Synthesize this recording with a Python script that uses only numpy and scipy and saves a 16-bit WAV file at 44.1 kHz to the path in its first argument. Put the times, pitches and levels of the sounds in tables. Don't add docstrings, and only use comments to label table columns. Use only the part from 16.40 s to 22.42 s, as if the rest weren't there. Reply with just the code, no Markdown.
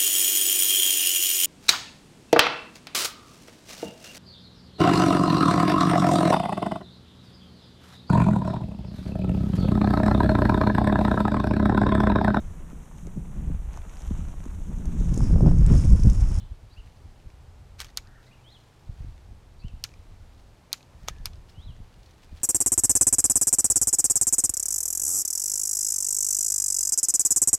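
import sys
import numpy as np
from scipy import signal
from scipy.fft import rfft, irfft
from scipy.io import wavfile
from scipy.ndimage import uniform_filter1d

SR = 44100
rng = np.random.default_rng(int(sys.argv[2]) if len(sys.argv) > 2 else 0)


def magnitude_from_level(level_db):
    exponent = np.asarray(level_db, float) / 20
    return 10 ** exponent


def unload_audio(sound):
    columns = np.transpose(np.atleast_2d(sound))
    steps = np.round(np.clip(columns, -1, 1) * 32767)
    wavfile.write(sys.argv[1], SR, steps.astype(np.int16))


N = 265482


def rms_one(x):
    return x / np.sqrt(np.mean(x ** 2) + 1e-20)


def peak_one(x):
    return x / np.max(np.abs(x))


def in_time(rows):
    s, *columns = np.transpose(rows)
    return [np.interp(np.arange(N) / SR, s, column) for column in columns]


def coloured(points, size):
    hz = np.maximum(np.fft.rfftfreq(size, 1 / SR), 1)
    point_hz, point_db = np.transpose(points)
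    db = np.interp(np.log(hz), np.log(point_hz), point_db, left=-90, right=-90)
    return rms_one(irfft(rfft(rng.standard_normal(size)) * magnitude_from_level(db), size))


def drift(per_s):
    r = np.exp(-80 * np.pi * per_s / SR)
    slow = signal.lfilter([1], [1, -2 * r, r * r], rng.standard_normal(N // 40 + 2002))
    slow = rms_one(slow[2000:])
    return np.interp(np.arange(N) / 40, np.arange(len(slow)), slow)


def swell(s, rise_s, fall_s):
    t = np.arange(N) / SR - s
    return np.exp(-np.abs(t) / np.where(t < 0, rise_s, fall_s))


def ring(push, hz, t60):
    r = magnitude_from_level(-60 / (t60 * SR))
    w = 2 * np.pi * hz / SR
    return signal.lfilter([0, np.sin(w)], [1, -2 * r * np.cos(w), r * r], push)


def struck(modes, push, spread_db):
    pitch_spread = .03
    total = 0
    for k, (hz, db, t60) in enumerate(modes):
        strength = magnitude_from_level(db + spread_db * rng.normal())
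        pitch = hz * (1 + pitch_spread * rng.normal())
        total = total + (-1) ** k * strength * ring(push, pitch, t60)
    return peak_one(total)


def thin(x, hz):
    return signal.sosfilt(signal.butter(2, hz, "high", fs=SR, output="sos"), x)


def add(out, s, sound):
    i = max(round(s * SR), 0)
    out[i:i + len(sound)] += sound[:N - i]


# (time [s], level [dB])
BREEZE = [(0, -37.5), (.2, -48), (.9, -45), (1.7, -45), (2.0, -53), (2.44, -56), (2.52, -43), (2.8, -45),
          (3.3, -43), (3.9, -43.5), (4.1, -47.5), (4.39, -67), (4.55, -47.5), (4.95, -37.5), (5.12, -52.5),
          (5.3, -43.5), (5.7, -52.5), (6.02, -45)]
# (time [s], peak level [dB], swing rate [Hz])
EDDIES = [(.02, -29, 50.4), (0.108, -28, 60), (0.234, -40, 92.7), (0.373, -35, 40.4), (0.653, -33.5, 69),
          (0.849, -33.5, 45.5), (1.412, -43, 40.4), (1.68, -42, 90), (2.489, -26, 59), (2.6, -31, 66.6),
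          (2.643, -30, 114), (2.681, -31.5, 80.5), (2.885, -38.5, 99), (2.921, -38.5, 83), (3.242, -26, 79),
          (3.333, -30.5, 75), (3.597, -44, 95), (3.706, -40, 62.6), (3.817, -38, 45.8), (4.545, -43.5, 60),
          (4.634, -38.5, 88), (4.701, -34, 70), (4.794, -31.5, 61.4), (4.858, -44, 87), (5.17, -29.5, 51.5),
          (5.256, -35, 83), (5.29, -30, 70.5), (5.4, -28, 84.5), (5.572, -40, 59.6), (5.925, -29, 101)]
# (frequency [Hz], level [dB per Hz])
BREEZE_COLOUR = [(12, -30), (20, 6), (43, -1), (85, -2.5), (320, -40), (420, -84), (700, -120)]


def wind():
    noise = coloured(BREEZE_COLOUR, N)
    noise = noise / np.sqrt(uniform_filter1d(noise ** 2, size=3500) + .1)
    stir = sum(magnitude_from_level(db - 4.5) * swell(s + 0.56 / hz, rise_s=0.011, fall_s=0.016) for s, db, hz in EDDIES)
    out = (magnitude_from_level(in_time(BREEZE)[0] - 4.0 + 1.9 * drift(11.0)) + stir) * noise
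    t = np.arange(SR // 6) / SR
    for s, db, hz in EDDIES:
        push = np.diff(np.exp(-((t - 0.29 / hz) * hz / 0.11) ** 2), prepend=0)
        direction = rng.choice([-1, 1])
        add(out, s, direction * magnitude_from_level(db - 7.0) * peak_one(ring(push, hz, 0.87 / hz)))
    return out


# (frequency [Hz], level [dB per Hz])
TRAFFIC_COLOUR = [(35, -1.5), (60, -7.5), (113, -3), (173, -10.5), (283, -14), (659, -17.5), (796, -17),
                  (1650, -25.5), (4530, -31.5), (7960, -36), (13700, -44.5), (15400, -51), (16500, -85)]
# (time [s], pitch [Hz], level [dB])
MOTOR = [
    (0, 121.6, -67),
    (1.2, 121.5, -60),
    (2.2, 121.3, -63),
    (2.6, 110.6, -78),
    (6.02, 125.5, -105),
]


def distance():
    hz, db = in_time(MOTOR)
    phase = 2 * np.pi * np.cumsum(hz + 3.2 * drift(3.4)) / SR
    hum = np.sqrt(2) * magnitude_from_level(db + 0.87 * drift(4.4)) * np.sin(phase)
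    air = coloured(TRAFFIC_COLOUR, N)
    upper = signal.sosfilt(signal.butter(4, 250, "high", fs=SR, output="sos"), air)
    return magnitude_from_level(-62.5 + 1.0 + 0.51 * drift(0.73)) * air / np.std(upper) + hum


NOTE_FADE_DB = -15.5


def arch(top_s, rise_s, foot_hz, top_hz, db):
    glide_share, hump_width, fall_share, dip_db_per_khz = .45, .4, .66, -3.5
    u = np.linspace(-1, 1, 31)
    shape = glide_share * (1 - np.abs(u)) + (1 - glide_share) * np.exp(-(u / hump_width) ** 2)
    climb_hz = (top_hz - foot_hz) * shape
    level_db = db + dip_db_per_khz * climb_hz / 1000 + NOTE_FADE_DB * u ** 6
    s = top_s + rise_s * u * np.where(u < 0, 1, fall_share)
    return np.transpose([s, foot_hz + climb_hz, level_db])


def slide(start, length, from_hz, to_hz, db):
    u = np.linspace(0, 1, 9)
    level_db = db + NOTE_FADE_DB * (2 * u - 1) ** 4
    return np.transpose([start + length * u, from_hz + (to_hz - from_hz) * u, level_db])


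def whistle(rows, per_s=0, depth=0):
    trill_top_s = 1.678
    s, hz, db = np.transpose(rows)
    t = np.arange(s[0], s[-1], 1 / SR)
    pitch = np.interp(t, s, hz) * (1 + depth * np.cos(2 * np.pi * per_s * (t - trill_top_s)))
    pitch = uniform_filter1d(pitch * (1 + 0.22 * rng.standard_normal(len(t))), size=300)
    ends = np.clip(np.minimum(t - s[0], s[-1] - t) / 0.0021, 0, 1)
    flutter = magnitude_from_level(2.36 * rms_one(uniform_filter1d(rng.standard_normal(len(t)), size=150)))
    level = np.sqrt(2) * magnitude_from_level(np.interp(t, s, db)) * ends * flutter
    return s[0], level * np.sin(2 * np.pi * np.cumsum(pitch) / SR)


# (frequency [Hz], level [dB per Hz])
OLD_NOTE_COLOUR = [(2700, -32), (2950, 1), (3400, 1), (3800, -7), (4200, -1), (4500, -33)]
# (start [s], length [s], from [Hz], to [Hz], level [dB])
RISING_NOTES = [(0.302, 0.053, 3666, 4720, -64.5), (0.308, 0.051, 4450, 4970, -67.5),
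                (1.86, 0.027, 3600, 4270, -67), (1.864, 0.038, 1910, 2150, -70),
                (1.98, 0.047, 2220, 2710, -71), (3.189, .04, 3680, 4490, -67),
                (3.186, 0.042, 4350, 4730, -67), (5.873, 0.065, 2400, 2460, -71)]
# (top time [s], rise [s], foot [Hz], top [Hz], level [dB])
ARCHED_NOTES = [(.392, 0.03, 2620, 3030, -57.5), (1.937, 0.03, 2400, 2960, -61.5),
                (2.126, .088, 2930, 4200, -56.5), (3.273, 0.06, 2550, 3146, -62),
                (5.254, 0.11, 2820, 4080, -59)]
# (time [s], pitch [Hz], level [dB])
LOW_TRILL = [(1.625, 1150, -75), (1.655, 1405, -69), (1.68, 1650, -63.5), (1.72, 1650, -67),
             (1.76, 1600, -61.5), (1.8, 1513, -66.5), (1.83, 1700, -70)]


def birds():
    out = np.zeros(N)
    for rows in [arch(*row) for row in ARCHED_NOTES] + [slide(*row) for row in RISING_NOTES]:
        add(out, *whistle(rows))
    start, trill = whistle(LOW_TRILL, per_s=24.5, depth=.17)
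    for late, db in [(0, -1), (.009, -8), (.023, -11)]:
        add(out, start + late, magnitude_from_level(db) * trill)
    t = np.arange(SR // 2) / SR
    add(out, 0, magnitude_from_level(-58 - 60 * t / 0.27) * coloured(OLD_NOTE_COLOUR, len(t)))
    add(out, .045, magnitude_from_level(-18) * out.copy())
    return out


# (time [s], level [dB])
IDLE_RUSTLE = [(0, -77), (.6, -73), (1.7, -93), (2.1, -69.5), (3.0, -77), (4.0, -70.5), (4.5, -80),
               (4.8, -74.5), (6.02, -68)]
# (time [s], level [dB], length [s])
BRUSHES = [(0.46, -68, 0.013), (1.84, -62.5, 0.041), (2.6, -70, 0.058), (3.89, -82.5, .1),
           (4.64, -67.5, 0.077), (5.093, -64, 0.031), (5.633, -66, 0.051), (5.832, -61.5, 0.015),
           (5.977, -60.5, 0.055)]
# (frequency [Hz], level [dB per Hz])
BRUSH_COLOUR = [(470, -22), (800, -7), (1900, -3), (2630, -5), (4340, -3.5), (13400, -22), (16000, -21)]


def rustle():
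    sizes = magnitude_from_level(0.71 * np.minimum(rng.exponential(1, N), 4))
    grains = (rng.random(N) < 1500 / SR) * sizes
    gate = signal.lfilter([1], [1, -.97], grains)
    level = magnitude_from_level(in_time(IDLE_RUSTLE)[0])
    level = level + sum(magnitude_from_level(db) * swell(s, 0.37 * length, length) for s, db, length in BRUSHES)
    return level * rms_one(coloured(BRUSH_COLOUR, N) * gate)


# (time [s], peak level [dB], ring
# [Hz])
LIGHT_TICKS = [(0.474, -51.5, 2320), (0.5706, -54, 4700), (0.7993, -53.5, 2680), (0.9014, -51.5, 2290),
               (1.3924, -38, 4200), (1.4676, -42, 3000), (1.4844, -48, 4370), (1.4904, -46, 1910),
               (1.8394, -58, 4000), (2.6094, -62, 2130), (2.7786, -51.5, 2490), (3.2375, -52, 2720),
               (3.2824, -46, 2750), (3.4905, -50, 2430), (4.3175, -46, 2370), (3.539, -45.5, 2400),
               (4.4283, -48.5, 3250), (4.9329, -47, 4100), (5.0873, -54, 3200), (5.0965, -45.5, 4300),
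               (5.1194, -54, 2870), (5.3644, -51, 1920), (5.5413, -52, 2850), (5.605, -55, 2260),
               (5.6311, -50, 4140), (5.6605, -50, 4300), (5.7099, -49.5, 4140), (5.8336, -51, 2500),
               (5.9479, -58, 1900), (5.9744, -52, 1870)]
# (delay after snip [s], level under the
# snip [dB], ring [Hz])
REBOUNDS_AND_ECHOES = [(.0083, -23, 1400), (.013, -25, 2320), (0.024, -38, 2330), (.078, -40, 2500),
                       (0.0998, -46, 2770)]
# (frequency [Hz], level [dB], t60 [s])
BLADE_MODES = [(2400, -14, 0.022), (2950, 3.5, 0.0049), (3500, 0.5, 0.0084), (4200, 9.5, 0.0042),
               (5400, 11.5, 0.0026), (6450, 5, 0.0047), (7320, -3, .003)]
# (frequency [Hz], level [dB], t60 [s])
EDGE_MODES = [(8080, -0.5, 0.0033), (10100, -1, 0.0028), (10700, -3, .0025), (12150, 3, 0.0019),
              (14400, -11, .002)]


def ticks():
    out, t = np.zeros(N), np.arange(SR // 25) / SR
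    hard = [(s, db) for s, db, *_ in SNIP_BLOWS if db > -18]
    rebounds = [(s + late, db + under_db, hz) for s, db in hard for late, under_db, hz in REBOUNDS_AND_ECHOES]
    for s, db, hz in rebounds + LIGHT_TICKS:
        push = rng.standard_normal(len(t)) * np.exp(-t / 0.0015)
        touch = 0.88 * struck(BLADE_MODES, push, spread_db=-0.5)
        touch = touch + 0.053 * struck(EDGE_MODES, push, spread_db=-2.0)
        touch = touch + 1.3 * peak_one(ring(push, hz, 0.0076))
        add(out, s, magnitude_from_level(db) * peak_one(thin(touch, hz=1090)))
    return out


# (end time [s], length [s],
# start level [dB], end level [dB])
CRUSHES_AND_LEAD_INS = [(1.399, 0.015, -62, -42), (1.427, 0.015, -32.5, -53), (1.439, 0.018, -47, -55),
                        (1.46, 0.022, -60, -55), (1.508, 0.05, -63, -62), (1.57, 0.0064, -61, -58),
                        (3.439, 0.0027, -80, -56), (4.3254, 0.00208, -56, -56), (4.682, 0.006, -52, -39.5),
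                        (4.8567, 0.014, -76, -48)]
# (frequency [Hz], level [dB per Hz])
SHAKE_COLOUR = [(400, -22), (700, -10), (1300, 7.5), (2300, 8.5), (3500, 6.5), (6000, 3.5), (7500, -2),
                (10500, -6.5), (16000, -15)]


def crushes():
    out = np.zeros(N)
    for end, length, start_db, end_db in CRUSHES_AND_LEAD_INS:
        size = round(length * SR)
        grains = magnitude_from_level(3 * np.repeat(rng.standard_normal(100), 30)[:size])
        noise = rms_one(grains * coloured(SHAKE_COLOUR, 3000)[:size])
        add(out, end - length, magnitude_from_level(np.linspace(start_db, end_db, size)) * noise)
    return out


# (time [s], peak level [dB], blade ring [Hz], wood share [dB], edge share [dB])
SNIP_BLOWS = [
    (1.4023, -20, 4100, -5, -6),
    (1.4087, -28.5, 4650, 10, 16),
    (1.445, -34, 4630, -5, -9),
    (1.5726, -12, 5400, -11.5, -6),
    (3.4391, -12.5, 5930, -19, -9),
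    (4.3289, -9.5, 3500, -22, -5.5),
    (4.6841, -12, 4400, -1.5, -12),
    (4.8564, -14.5, 5200, -9.5, -1),
]
# (frequency [Hz], level [dB], t60 [s])
WOOD_MODES = [(390, 2.5, 0.012), (680, -16, 0.0026), (1040, -14, 0.0085), (1256, 16.5, 0.024),
              (1700, 6.5, 0.023), (2205, 24.5, 0.0045)]
# (frequency [Hz], level [dB per Hz])
STEM_COLOUR = [(2000, -12), (3500, -4), (5000, -4), (7000, 0), (8500, -16), (14000, -14)]


def snips():
    out, t = np.zeros(N), np.arange(SR // 5) / SR
    for s, db, hz, wood_db, edge_db in SNIP_BLOWS:
        push = .15 * rng.standard_normal(len(t)) * np.exp(-t / .0007)
        push[round(.0005 * SR)] += 1
        blade_ring = peak_one(ring(ring(push, hz, .002), hz, .002))
        crack = struck(BLADE_MODES, push, spread_db=1.5) + .35 * blade_ring
        crack = peak_one(thin(crack, hz=1910))
        pop = peak_one(ring(push, 1050, .003))
        wood = peak_one(1.5 * struck(WOOD_MODES, push, spread_db=3.0) - 1.3 * pop)
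        wood = thin(wood, hz=450 * magnitude_from_level(-wood_db / 2))
        edges = thin(struck(EDGE_MODES, push, spread_db=2.0), hz=5000)
        cut = peak_one(crack + magnitude_from_level(wood_db) * wood + magnitude_from_level(edge_db) * edges)

        steps = np.repeat(rng.standard_normal(len(t) // 63), 63)
        lumps = magnitude_from_level(3 * uniform_filter1d(steps, size=30))
        shake = coloured(SHAKE_COLOUR, len(t)) * lumps * magnitude_from_level(-60 * t / 0.054)
        late = coloured(STEM_COLOUR, len(t)) * magnitude_from_level(-28 - 0.48 * wood_db - 60 * t / 0.24)
        onset = np.clip(t / .003 - .3, 0, 1)
        shake_level = magnitude_from_level(-28 - 0.47 * db)
        add(out, s, magnitude_from_level(db) * (cut + shake_level * (shake + late) * onset))
    return out


# (time [s], level [dB], pitch [Hz], t60 [s])
THICK_STEM_HUM = (4.69, -57.5, 1722, 0.5)


def stem_hum():
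    s, db, hz, t60 = THICK_STEM_HUM
    out, t = np.zeros(N), np.arange(SR // 4) / SR
    hum = rms_one(ring(ring(rng.standard_normal(len(t)), hz, .012), hz, .012))
    add(out, s, magnitude_from_level(db - 60 * t / t60) * hum)
    return out


# (delay [s], level [dB])
GARDEN_ECHOES = [
    (.0031, -10),
    (.0085, -21),
    (.050, -39),
    (.0995, -33),
]


def garden(x):
    out = x.copy()
    for late, db in GARDEN_ECHOES:
        band_hz = [2200, 9000 if late < .02 else 7000]
        dull = signal.sosfilt(signal.butter(2, band_hz, "band", fs=SR, output="sos"), x)
        add(out, late, magnitude_from_level(db) * dull)
    return out


def scattered(x, t60, wet_db):
    t = np.arange(SR // 2) / SR
    blur = rng.standard_normal(len(t)) * magnitude_from_level(-60 * t / t60) * (t > .012)
    blur = blur / np.sqrt(np.sum(blur ** 2))
    return x + magnitude_from_level(wet_db) * signal.fftconvolve(x, blur)[:N]


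def scene():
    tool = scattered(garden(snips()) + crushes() + ticks() + stem_hum(), t60=0.33, wet_db=-39)
    far_birds = scattered(birds(), t60=0.59, wet_db=-7.5)
    return (tool + rustle() + far_birds + wind() + distance())[None]


def top_cut(x):
    return signal.sosfilt(signal.butter(12, 17030, fs=SR, output="sos"), x)


def record(dry):
    x = signal.sosfilt(signal.butter(2, 22, "high", fs=SR, output="sos"), dry)
    x = signal.sosfilt(signal.cheby2(10, 50, 17200, fs=SR, output="sos"), x)
    return top_cut(x)


dry = scene()
out = record(dry)
unload_audio(out)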